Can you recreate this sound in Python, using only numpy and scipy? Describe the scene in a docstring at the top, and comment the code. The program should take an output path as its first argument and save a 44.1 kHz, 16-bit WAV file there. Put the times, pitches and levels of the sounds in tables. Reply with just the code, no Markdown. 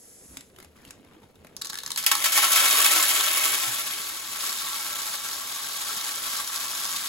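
"""Outdoors beside a metal wall, two microphone ports hear a low wash of air and a thin hiss that soon drops away.
A hand bumps and scrapes a wire mesh drum, and a plastic bag crinkles and clicks: shaped noise and sagging tones.
Dry beans drop through the neck, singly, then in clumps, then as a loud stream: noise ticks that wake resonances,
with sine notes for the wires and the end plate. As a heap builds up, beans land on beans and the rattle turns
softer and steadier. Short noise tails scatter the close sounds off the wall throughout."""
import sys
import numpy as np
from scipy import signal
from scipy.fft import rfft, irfft, next_fast_len
from scipy.io import wavfile
from scipy.ndimage import uniform_filter1d

SR = 44100
rng = np.random.default_rng(int(sys.argv[2]) if len(sys.argv) > 2 else 0)


def bounce(signal):
    """Save signal as a 16-bit WAV file at the path given by the first command-line argument."""
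    frames = np.transpose(np.atleast_2d(signal))
    limited = np.clip(frames, -1, 1)
    pcm = np.round(limited * 32767).astype(np.int16)
    wavfile.write(sys.argv[1], SR, pcm)


N = 312228
TIME = np.arange(N) / SR  # seconds


def amp(db):
    """Decibels to gain."""
    return 10 ** (np.asarray(db) / 20)


def unit(x):
    """Scales to an rms of one."""
    return x / np.sqrt(np.mean(x ** 2) + 1e-20)


def curve(rows):
    """A control joined by straight lines in time."""
    return np.interp(TIME, *np.transpose(rows))


def read(points, hz):
    """A table joined by straight lines on a log-frequency axis."""
    f, value = np.transpose(points)
    return np.interp(np.log(hz + 1), np.log(f + 1), value)


def add(mix, s, sound):
    """Mixes a two-channel sound in at time s."""
    part = mix[:, max(round(s * SR), 0):][:, :sound.shape[1]]
    part += sound[:, :part.shape[1]]


def wave_sum(rates_hz):
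    """Sines at the given rates with random phases, scaled to an rms of one."""
    return unit(sum(np.sin(2 * np.pi * (hz * TIME + rng.random())) for hz in rates_hz))


def ring(x, hz, sharpness):
    """A short resonance at hz, with gain one at its centre."""
    centre_hz = np.clip(hz, 100, SR / 3)
    return signal.lfilter(*signal.iirpeak(centre_hz, sharpness, fs=SR), x)


def colour(x, spectrum, modes=(), size=8192):
    """Causal (minimum-phase) filter of unit energy: a broad colour with ringing resonances on top."""
    hz = abs(np.fft.fftfreq(size, 1 / SR))
    peaks_db = sum(lift / (1 + (2 * (hz - f) / width) ** 2) for f, width, lift in modes)
    log_gain = np.log(amp(read(spectrum, hz) + peaks_db))
    minimum_phase = np.exp(np.conj(signal.hilbert(log_gain)))
    response = np.fft.ifft(minimum_phase).real[:size // 2]
    response /= np.linalg.norm(response)
    return signal.oaconvolve(x, response[None], axes=1)[:, :N]


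def whiten(x, size=700):
    """Evens out the long-term spectrum, so that only the struck body sets the colour."""
    length = next_fast_len(N)
    z = rfft(x, length)
    power = uniform_filter1d(abs(z) ** 2, size, axis=1)
    return irfft(z / np.sqrt(power + 1e-9), length)[:, :N]


def patter(per_s, spread_db, tick_s, buzz_db, buzz_s, tone, sharpness, count=240, size=700):
    """Random impacts on many spots; each spot gives a broad tick, tinted by its own pitch, and a short buzz."""
    t = np.arange(size) / SR
    fade = np.exp(-t / tick_s) + amp(buzz_db) * np.exp(-t / buzz_s)
    noise = rng.standard_normal((count, 2, size)) * fade
    pitches = np.geomspace(1500, 13000, count)  # Hz
    ticks = np.array([tick + tone * ring(tick, hz, sharpness) for tick, hz in zip(noise, pitches)])
    ticks /= np.linalg.norm(ticks, axis=2, keepdims=True)
    falls = rng.random(N) < per_s / SR
    force_db = spread_db * np.minimum(rng.standard_normal(N), 2)
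    force = amp(force_db) * rng.choice([-1, 1], N)
    spot = rng.integers(0, count, N)
    out = np.zeros((2, N + size))
    for i in np.flatnonzero(falls):
        out[:, i:i + size] += force[i] * ticks[spot[i]]
    return unit(whiten(out[:, :N]))


def blows(rows, rise_s, ragged_db, tail_db, tail_s, bass_hz, tone, sharpness, size=8192):
    """Each blow is a crack with its own ring that breaks up into fast rebounds, then a faint chatter."""
    t, out = np.arange(size) / SR, np.zeros((2, N))
    for s, db, decay_s, bass_db, hz in rows:
        wobble = unit(uniform_filter1d(rng.standard_normal(size), size=40))
        rebounds = amp(ragged_db * np.clip(wobble, -2, 2))
        body = np.exp(-t / max(decay_s, 1e-4))
        chatter = amp(tail_db) * np.exp(-t / tail_s)
        fade = (1 - np.exp(-t / rise_s)) * (body + chatter)
        crack = rng.standard_normal((2, size)) * fade * rebounds
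        crack *= np.linalg.norm(fade) / np.linalg.norm(crack)
        bass = signal.lfilter(*signal.butter(1, bass_hz, fs=SR), crack)
        lifted = crack + (amp(bass_db) - 1) * bass
        add(out, s, amp(db) * (lifted + tone * ring(crack, hz, sharpness)))
    return out


# The open air around the drum. Each row: frequency in Hz, relative level in dB.
AIR_COLOUR = [(20, -43), (32, -30), (48, 4), (75, 5.5), (110, -1.5), (250, -2), (470, 4), (800, -11),
              (1600, -31), (4000, -30), (10000, -57), (16000, -41)]
# A thin hiss on top of the air. Each row: frequency in Hz, relative level in dB.
HISS_COLOUR = [(500, -37), (1000, -44.5), (1600, -14), (2500, -24), (3600, -22), (5500, -8), (7800, -4.5),
               (11000, -2), (13000, -21), (15500, -28)]
HISS_START_DB, HISS_HOLD_S, HISS_FADE_DB_PER_S = -51.5, 0.34, 97


def outdoors():
    """Open air as a low noise wash that swells unevenly, and a thin noise hiss that holds, then drops away."""
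    swell_db = 1.4 * wave_sum(np.geomspace(1.5, 14, 10))
    air = colour(rng.standard_normal((2, N)), AIR_COLOUR) * amp(swell_db)
    hiss = colour(rng.standard_normal((2, N)), HISS_COLOUR)
    hiss_db = HISS_START_DB - HISS_FADE_DB_PER_S * np.maximum(TIME - HISS_HOLD_S, 0)
    return amp(-61.5) * air + amp(hiss_db) * hiss


# Soft bumps of the hand on the drum. Each row: start in seconds, level in dB, starting pitch in Hz.
HAND_BUMPS = [(.28, -52, 68.4), (0.371, -47, 271), (.586, -48, 370), (.65, -53, 84), (0.661, -64, 200),
              (.859, -50, 280), (1.03, -53, 265), (1.163, -47, 323), (1.37, -54, 87.5), (3.67, -44.5, 128)]
BUMP_CYCLES = 2.2  # a bump swells for this many cycles of its starting pitch, then dies away


def bumps(sag=0.28, sag_s=0.16):
    """Dull pushes of the hand; their pitch sags as the pressure eases."""
    t, out = np.arange(SR // 3) / SR, np.zeros((2, N))
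    for s, db, hz in HAND_BUMPS:
        swell_s = BUMP_CYCLES / hz
        push = t / swell_s * np.exp(1 - t / swell_s)
        pitch = hz * (1 - sag * (1 - np.exp(-t / sag_s)))
        turns = np.cumsum(pitch) / SR
        shared_only = np.array([[1], [0]])  # reaches both ports
        add(out, s, amp(db) * push * np.sin(2 * np.pi * turns) * shared_only)
    return out


# Rubs of the fingers and the bag. Each row: middle in seconds, half length in seconds, scrape level in dB,
# crinkle level in dB, ring of the scrape in Hz; levels are those before the colour filters.
HAND_RUBS = [(0.345, 0.052, -56.5, -61, 272), (0.617, 0.036, -53.5, -56, 375),
             (0.765, 0.013, -56, -66, 1270), (0.804, 0.038, -60, -62, 1700), (0.88, 0.035, -67, -53, 280),
             (1.007, 0.049, -61.5, -79, 284), (1.112, 0.041, -60, -70, 1130),
             (1.234, 0.016, -58.5, -60, 900), (1.544, 0.5, -59.5, -89, 453)]
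SCRAPE_REST_DB, CRINKLE_REST_DB = -64, -82  # the hand and the bag never lie quite still


def rubbing(scrape, crinkle, tone=4, sharpness=5):
    """Each rub swells and fades as a bell above the resting level; its scrape rings at a pitch of its own."""
    scraped, crinkled = amp(SCRAPE_REST_DB) * scrape, amp(CRINKLE_REST_DB) * crinkle
    for s, half_s, scrape_db, crinkle_db, hz in HAND_RUBS:
        now = np.flatnonzero(abs(TIME - s) < 2 * abs(half_s))
        bell = np.exp(-((TIME[now] - s) / half_s) ** 2)
        ringing = scrape[:, now] + tone * ring(scrape[:, now], hz, sharpness)
        scraped[:, now] += amp(scrape_db) * bell * ringing / 2
        crinkled[:, now] += amp(crinkle_db) * bell * crinkle[:, now]
    return scraped, crinkled


# Clicks of the bag and the drum being handled. Each row: start in seconds, level in dB before the mix gain,
# bass lift in dB, ring in Hz.
HANDLING_CLICKS = [(.37, -15, -14, 8200), (.408, -24.5, -13, 7600), (.499, -40, -6, 2420),
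                   (.562, -32.5, -4, 3050), (0.586, -26.5, -15, 1340), (0.601, -26.5, -16, 2070),
                   (.626, -28, -15, 2090), (.646, -29, -9, 770), (.763, -43, 2, 1140),
                   (.85, -28, -10, 2930), (0.907, -20.5, -18, 7300), (1.047, -40, 9, 700),
                   (1.134, -41, -10, 3800), (1.356, -39, -21.5, 3700), (1.447, -33, 9, 850),
                   (1.469, -30, -8, 2500)]
# The plastic bag. Each row: frequency in Hz, relative level in dB.
BAG_COLOUR = [(100, 17), (400, 9.5), (1200, 7.5), (2500, 8.5), (5000, 4), (8000, 4), (11000, 7),
              (15500, -6)]
# Fingers scraping over the drum. Each row: frequency in Hz, relative level in dB.
SCRAPE_COLOUR = [(60, 1), (220, 11), (450, -2), (700, 0), (1100, -4.5), (2000, -7), (3500, -10.5),
                 (5500, -21), (15000, -42)]
CLICK_DECAY_S = 0.003


def handling():
    """The bag crinkles and clicks against the neck while the hand scrapes over the drum: patter and blows."""
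    crinkle = patter(per_s=320, spread_db=2.5, tick_s=0.0024, buzz_db=-20, buzz_s=.008,
                     tone=3.1, sharpness=3.5, count=30)
    scrape = patter(per_s=350, spread_db=2, tick_s=0.002, buzz_db=-20, buzz_s=0.0069,
                    tone=2.1, sharpness=5.4, count=60)
    snaps = [(s, db, CLICK_DECAY_S, bass_db, hz) for s, db, bass_db, hz in HANDLING_CLICKS]
    clicks = blows(snaps, rise_s=0.00026, ragged_db=0.0, tail_db=-31, tail_s=0.0092,
                   bass_hz=1510, tone=2.1, sharpness=10.4)
    clicks = signal.lfilter(*signal.butter(2, 280, 'high', fs=SR), clicks)
    scrape, crinkle = rubbing(scrape, crinkle)
    return colour(crinkle + amp(-9.0) * clicks, BAG_COLOUR) + colour(scrape, SCRAPE_COLOUR)


# share of the beans that land on beans: a little at first, most of them once the heap covers the mesh
COVER_FIRST, COVER_LAST, HEAP_START_S, HEAP_GROW_S = 0.048, 0.67, 3.44, 0.83


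def covered(s):
    """Share of the mesh that the heap covers at time s; it grows quickly, then levels off."""
    grown = 1 - np.exp(-np.maximum(s - HEAP_START_S, 0) / HEAP_GROW_S)
    return np.clip(COVER_FIRST + (COVER_LAST - COVER_FIRST) * grown, 0, 1)


# the beans jam and slip in the neck, so the flow surges: rms depth on the mesh and on the heap, range of rates
SURGE_MESH_DB, SURGE_HEAP_DB, SURGE_SLOW_HZ, SURGE_FAST_HZ = 1.3, .5, 10, 45


def surges(cover, count=24):
    """Gain of the random surges of the flow, which calm down as the heap grows."""
    depth_db = SURGE_MESH_DB + (SURGE_HEAP_DB - SURGE_MESH_DB) * cover
    return amp(depth_db * wave_sum(np.geomspace(SURGE_SLOW_HZ, SURGE_FAST_HZ, count)))


# Strength of the stream through the neck. Each row: time in seconds, level in dB before the mix gains.
STREAM_FLOW = [(1.55, -69), (1.746, -54), (1.978, -45.5), (2.208, -28), (2.32, -32.5), (2.37, -22.5),
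               (2.5, -25), (2.53, -21), (2.79, -20), (2.83, -19.5), (3.08, -23), (3.38, -25), (3.47, -23),
               (3.57, -27), (3.8, -30.5), (3.845, -34.5), (3.89, -32), (4.24, -38), (4.34, -35),
               (4.48, -30.5), (4.54, -33.5), (5.17, -34.5), (5.22, -39.5), (5.26, -34), (5.42, -36.5),
               (6.12, -33.5), (6.22, -36), (6.26, -33), (6.4, -33), (6.46, -39), (6.49, -34.5),
               (6.95, -33.5), (7.08, -35)]
# A blow on the bare mesh. Each row: frequency in Hz, relative level in dB.
MESH_COLOUR = [(100, -27), (200, -52), (450, -18.5), (700, -22), (1450, -11), (2400, -2.5), (3400, -1),
               (5000, -4), (7400, -1.5), (8500, -2), (11000, 1.2), (13000, -4), (15500, -7)]
# A blow on the heap. Each row: frequency in Hz, relative level in dB.
HEAP_COLOUR = [(100, -40), (200, -19), (400, -25), (750, -16.5), (1450, -11), (2100, -11.5), (2700, -11),
               (3600, -4), (5000, -5.5), (7400, -6.5), (8500, -5.5), (12500, -8), (15500, -15.5)]
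# Resonances and dead spots of the empty drum. Each row: frequency in Hz, width in Hz, dB above the broad colour.
EMPTY_DRUM_MODES = [(283, 24, 19), (327, 46, 27), (570, 90, 8), (648, 44, 15), (750, 36, 14.5),
                    (839, 40, 13.5), (1010, 200, 10.5), (1120, 80, 9), (1220, 70, -6), (1315, 90, 16),
                    (1470, 50, -7), (1522, 80, 11.5), (1725, 110, 7.5), (1870, 60, 6), (2030, 50, 3.5),
                    (2145, 70, 7), (2246, 42, 9), (2585, 50, 6), (2950, 70, 3.5), (3130, 110, 4.5),
                    (3350, 70, 3.5), (3720, 60, 4)]
# The same for the loaded drum. Each row: frequency in Hz, width in Hz, dB above the broad colour.
LOADED_DRUM_MODES = [(315, 60, 7), (606, 30, 3), (670, 40, 4.5), (860, 110, 7), (1128, 140, 13.5),
                     (1235, 60, -8), (1335, 100, 9.5), (1480, 70, -5), (1590, 120, 8)]


def stream():
    """A dense rattle on the ringing mesh gives way to sparser, drier ticks on the heap."""
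    cover = covered(TIME)
    on_mesh = patter(per_s=2900, spread_db=3.9, tick_s=.0006, buzz_db=-12, buzz_s=.006, tone=3.5, sharpness=12)
    on_heap = patter(per_s=2600, spread_db=3.6, tick_s=.0004, buzz_db=-16, buzz_s=.005, tone=3.5, sharpness=12)
    flow = amp(curve(STREAM_FLOW)) * surges(cover)
    mesh = colour(on_mesh * flow * np.sqrt(1 - cover), MESH_COLOUR, EMPTY_DRUM_MODES)
    heap = colour(on_heap * flow * np.sqrt(cover), HEAP_COLOUR, LOADED_DRUM_MODES)
    return amp(1.0) * mesh + amp(4.0) * heap


# Hard knocks that make the end plate ping. Each row: start in seconds, level in dB, pitch in Hz.
HARD_PINGS = [(2.379, -23.5, 1073), (2.435, -20, 1320), (2.558, -20.5, 1308), (2.667, -32, 1140),
              (2.926, -26, 1340), (2.999, -22, 1096), (3.408, -27, 1280), (4.666, -31.5, 1100),
              (5.563, -32, 1097), (5.893, -34, 1330), (6.388, -28, 1150), (6.559, -33, 1124),
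              (6.733, -31, 1310), (6.853, -36, 1150), (6.944, -32, 1110)]
# Notes of the end plate that the stream keeps striking. Each row: pitch in Hz, level in dB relative to the flow.
END_PLATE_NOTES = [(420, -22), (590, -18), (1050, -13), (1115, -10), (1145, -11), (1305, -10), (1345, -11),
                   (1540, -11.5), (1730, -12.5)]
# mean rate of strikes, spread of pitch (as a fraction) and of level, cycles until a note falls to 1/e
PINGS_PER_S, PING_DETUNE, PING_SPREAD_DB, PING_CYCLES = 85, .015, 2.5, 12


def pings(count=450, size=3000):
    """The end plate is struck again and again; each ping is a dying sine, a little different every time."""
    gap, pick, side = rng.random((count, 3)).T
    detune, force = np.clip(rng.standard_normal((2, count)), -2, 2)
    times = STREAM_FLOW[0][0] + np.cumsum(-np.log(1 - gap) / PINGS_PER_S)
    chosen = (pick * len(END_PLATE_NOTES)).astype(int)
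    note_hz, note_db = np.array(END_PLATE_NOTES)[chosen].T
    levels = np.interp(times, *np.transpose(STREAM_FLOW)) + note_db + PING_SPREAD_DB * force
    lighter = list(zip(times, levels, note_hz * (1 + PING_DETUNE * detune), 2 * side - 1))
    hard = [(*row, 0) for row in HARD_PINGS]
    t, out = np.arange(size) / SR, np.zeros((2, N))
    for s, db, hz, apart in hard + lighter:
        fade = (1 - np.exp(-2 * hz * t)) * np.exp(-hz * t / PING_CYCLES)
        note = np.sin(2 * np.pi * hz * t) * fade
        add(out, s, amp(db) * note * np.array([[1], [2 * apart]]))
    return out


# stray hard hits within the stream: mean rate, level above the flow, range of their ring
STRAYS_PER_S, STRAY_DB, STRAY_LOW_HZ, STRAY_HIGH_HZ = 8, 5.5, 1100, 7360


def strays(count=80):
    """Beans that strike harder than the rest, at random moments and pitches, in step with the flow's strength."""
    gap, spot = rng.random((count, 2)).T
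    times = STREAM_FLOW[0][0] + np.cumsum(2 * gap / STRAYS_PER_S)
    levels = np.interp(times, *np.transpose(STREAM_FLOW)) + STRAY_DB
    rings = STRAY_LOW_HZ * (STRAY_HIGH_HZ / STRAY_LOW_HZ) ** spot
    return [(s, db, 0, hz) for s, db, hz in zip(times, levels, rings) if s < N / SR]


# Single beans that stand out. Each row: start in seconds, level in dB before the mix gain, bass lift in dB,
# ring in Hz.
SINGLE_BEANS = [(1.566, -19, -20, 5630), (1.614, -21, 6, 7660), (1.618, -13, -14, 4220),
                (1.647, -17, -14, 4150), (1.654, -18.5, 3, 4430), (1.67, -19.5, -4, 5900),
                (1.694, -26, -6, 6200), (1.698, -16.5, -4, 3740), (1.703, -19, -5, 4430),
                (1.725, -27, 6, 1190), (1.731, -20.5, 6, 1750), (1.742, -19.5, 2, 1790),
                (1.754, -19, 4, 1590), (1.774, -19.5, -4, 1650), (1.787, -15, -15, 3980),
                (1.803, -25, -12, 4020), (1.834, -21, 5, 3900), (1.851, -38, 9, 1140),
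                (1.862, -15.5, -1, 5040), (1.876, -22, 6, 6600), (1.904, -14.5, 1, 3500),
                (1.917, -12, -4, 3910), (1.96, -13, -9, 4500), (2.027, -17, -1, 4900),
                (2.038, -18, 6, 3800), (2.044, -14.5, -7, 2230), (2.152, -5, -8, 1120),
                (2.671, -8, -11, 2180), (2.804, -21, -3, 3270), (2.845, -8, 1, 1740), (2.969, -8, -3, 2370),
                (3.027, -6, -13, 7800), (3.208, -6, 1, 3460), (3.529, -18, 5, 1330),
                (3.587, -18, -10, 7760), (3.619, -12.5, -8, 7300), (3.878, -17, -12, 8000),
                (4.44, -17, 5, 4400), (4.494, -13, 4, 4000), (4.586, -17, -6, 3740), (5.034, -19, -8, 4830),
                (5.067, -20, -4, 3850), (5.254, -21, -6, 5000), (5.931, -19, -6, 4860),
                (6.368, -17, -4, 6540), (6.475, -13.5, 1, 6470), (6.56, -11.5, -12, 4860),
                (6.852, -11.5, 3, 4430)]
# Clumps that tumble out of the neck together. 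Each row: start in seconds, level in dB before the mix gain,
# decay time in seconds, bass lift in dB.
BEAN_CLUMPS = [(1.974, -14, 0.021, -20), (2.063, -4, 0.012, -23), (2.114, -4, 0.0081, 6),
               (2.241, -9.5, 0.024, 0.5), (2.257, -13.5, 0.023, 5.5), (2.32, -13, 0.073, -21),
               (2.375, -7, 0.013, 6), (2.427, -17.5, 0.018, 14), (2.442, -11.5, 0.013, 9.5),
               (2.518, -9, 0.021, -7), (2.559, -10, 0.034, 3), (2.96, -18, 0.021, 12),
               (3.091, -13.5, 0.041, -23)]
# One falling bean. Each row: frequency in Hz, relative level in dB.
BEAN_COLOUR = [(100, -30), (400, -34), (900, 6), (2400, 0.5), (4000, 9), (6500, 7.5), (10000, 9.5),
               (15500, -2)]
# A clump's crash on the mesh, leaner in the bass than the full stream. Each row: frequency in Hz, level in dB.
CLUMP_COLOUR = [(100, -52), (250, -44), (450, -27), (700, -18), (1400, -8), (2400, -1), (3400, 0.5),
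                (5000, 2), (7400, 1.5), (9000, 3), (12500, 2), (15500, -7)]
# Resonances a lone bean wakes in lid and wires. Each row: frequency in Hz, width in Hz, dB above broad colour.
BEAN_MODES = [(840, 80, 2), (1125, 50, 9), (1330, 50, 7), (1530, 60, 7), (1720, 110, 10.5),
              (3750, 170, 2.5), (4300, 200, 3.5), (5230, 170, 5), (6230, 200, 5), (7300, 220, 4)]
MESH_DECAY_S, HEAP_DECAY_S = .003, .001  # a lone bean rings longer on the mesh than on the heap
CLUMP_RING_HZ = 3100


def drops():
    """Single beans tick on the drum, more drily as it fills; clumps crash on the bare mesh."""
    singles = []
    for s, db, bass_db, hz in SINGLE_BEANS + strays():
        decay_s = MESH_DECAY_S + (HEAP_DECAY_S - MESH_DECAY_S) * covered(s)
        singles.append((s, db, decay_s, bass_db, hz))
    beans = blows(singles, rise_s=.0001, ragged_db=4, tail_db=-25, tail_s=.014,
                  bass_hz=1800, tone=1.1, sharpness=9)
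    clumps = blows([(*row, CLUMP_RING_HZ) for row in BEAN_CLUMPS], rise_s=0.00055, ragged_db=-0.8,
                   tail_db=-22.5, tail_s=0.058, bass_hz=1530, tone=0.33, sharpness=11.0)
    beans = colour(beans, BEAN_COLOUR, BEAN_MODES)
    clumps = colour(clumps, CLUMP_COLOUR, EMPTY_DRUM_MODES)
    return amp(-6.5) * beans + amp(-4.5) * clumps


# wires that a lone bean plucks: pitches relative to its ring, level relative to its table level, decay time
WIRE_RATIOS, WIRE_DB, WIRE_DECAY_S = (.88, 1, 1.09), -22.5, .0055


def wires(size=3000):
    """A lone bean plucks neighbouring wires: sines at close pitches, weaker as the heap covers the mesh."""
    t, out = np.arange(size) / SR, np.zeros((2, N))
    for s, db, _, hz in SINGLE_BEANS:
        turns = hz * np.array(WIRE_RATIOS)[:, None] * t + rng.random((2, len(WIRE_RATIOS), 1))
        fade = (1 - np.exp(-hz * t)) * np.exp(-t / WIRE_DECAY_S)
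        notes = np.sin(2 * np.pi * turns).sum(axis=1)
        add(out, s, amp(db + WIRE_DB) * (1 - covered(s)) * fade * notes)
    return out


def wall(x, wet_db, t60, delay_s, size=12000, count=7):
    """The ribbed wall and the tiled bench scatter a short noise tail, one of several picked at random in turn."""
    t, out = np.arange(size) / SR, x.copy()
    spot = rng.integers(0, count, N)[np.arange(N) // 512]  # a new pick every 512 samples
    for k in range(count):
        onset = np.clip(t / delay_s - 1, 0, 1)
        tail = rng.standard_normal((2, size)) * amp(-60 * t / t60) * onset
        tail = signal.lfilter(*signal.butter(1, 7000, fs=SR), tail)
        tail /= np.linalg.norm(tail, axis=1, keepdims=True)
        share = np.sin(np.pi / 2 * uniform_filter1d(1. * (spot == k), size=400))  # smooth crossfade
        out += amp(wet_db) * signal.oaconvolve(x * share, tail, axes=1)[:, :N]
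    return out


# How alike the two microphone ports hear. Each row: frequency in Hz, likeness from 0 to 1.
PORT_LIKENESS = [(60, .9), (150, .89), (330, .76), (550, .58), (1100, .7), (2000, .45), (3100, .52),
                 (5000, .25), (6800, .8), (9000, .88), (15000, .85)]
# Phase between the microphone ports. Each row: frequency in Hz, radians by which left leads.
PORT_LEAD = [(100, 0), (500, 0), (1500, .7), (3000, 1.5), (4500, -.6), (5500, 1.8), (6900, 0), (9100, -3.1),
             (11400, -6.3), (13700, -9.4), (16000, -12.6)]
# Balance of the microphone ports. Each row: frequency in Hz, left minus right in dB.
PORT_BALANCE = [(100, -.5), (300, -2.2), (550, 3.2), (1100, 1), (2200, 3.4), (4500, 1.2), (8000, -.1)]


def ports(x):
    """The first row reaches both ports, shifted in phase; the second is the part they do not share."""
    size = next_fast_len(N + 4096)
    shared, apart = rfft(x, size)
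    hz = np.fft.rfftfreq(size, 1 / SR)
    likeness = np.clip(read(PORT_LIKENESS, hz), 0, 1)
    shared = shared * np.sqrt((1 + likeness) / 2)
    apart = apart * np.sqrt((1 - likeness) / 2)
    lean = amp(read(PORT_BALANCE, hz) / 2)
    left = (shared + apart) * lean
    right = (shared - apart) / lean * np.exp(-1j * read(PORT_LEAD, hz))
    return irfft(np.array([left, right]), size)[:, :N]


def scene():
    """The pour and the handling by the wall, in open air."""
    close = stream() + pings() + drops() + wires() + handling()
    near = wall(close, wet_db=-10.0, t60=0.25, delay_s=0.0018)
    return ports(near + bumps() + outdoors())


def record(dry):
    """The recorder's band limit: a steep low-pass."""
    low_pass = signal.firwin(401, 15900, window=("kaiser", 8), fs=SR)  # edge in Hz
    return signal.oaconvolve(dry, low_pass[None], "same")


dry = scene()
out = record(dry)
bounce(out)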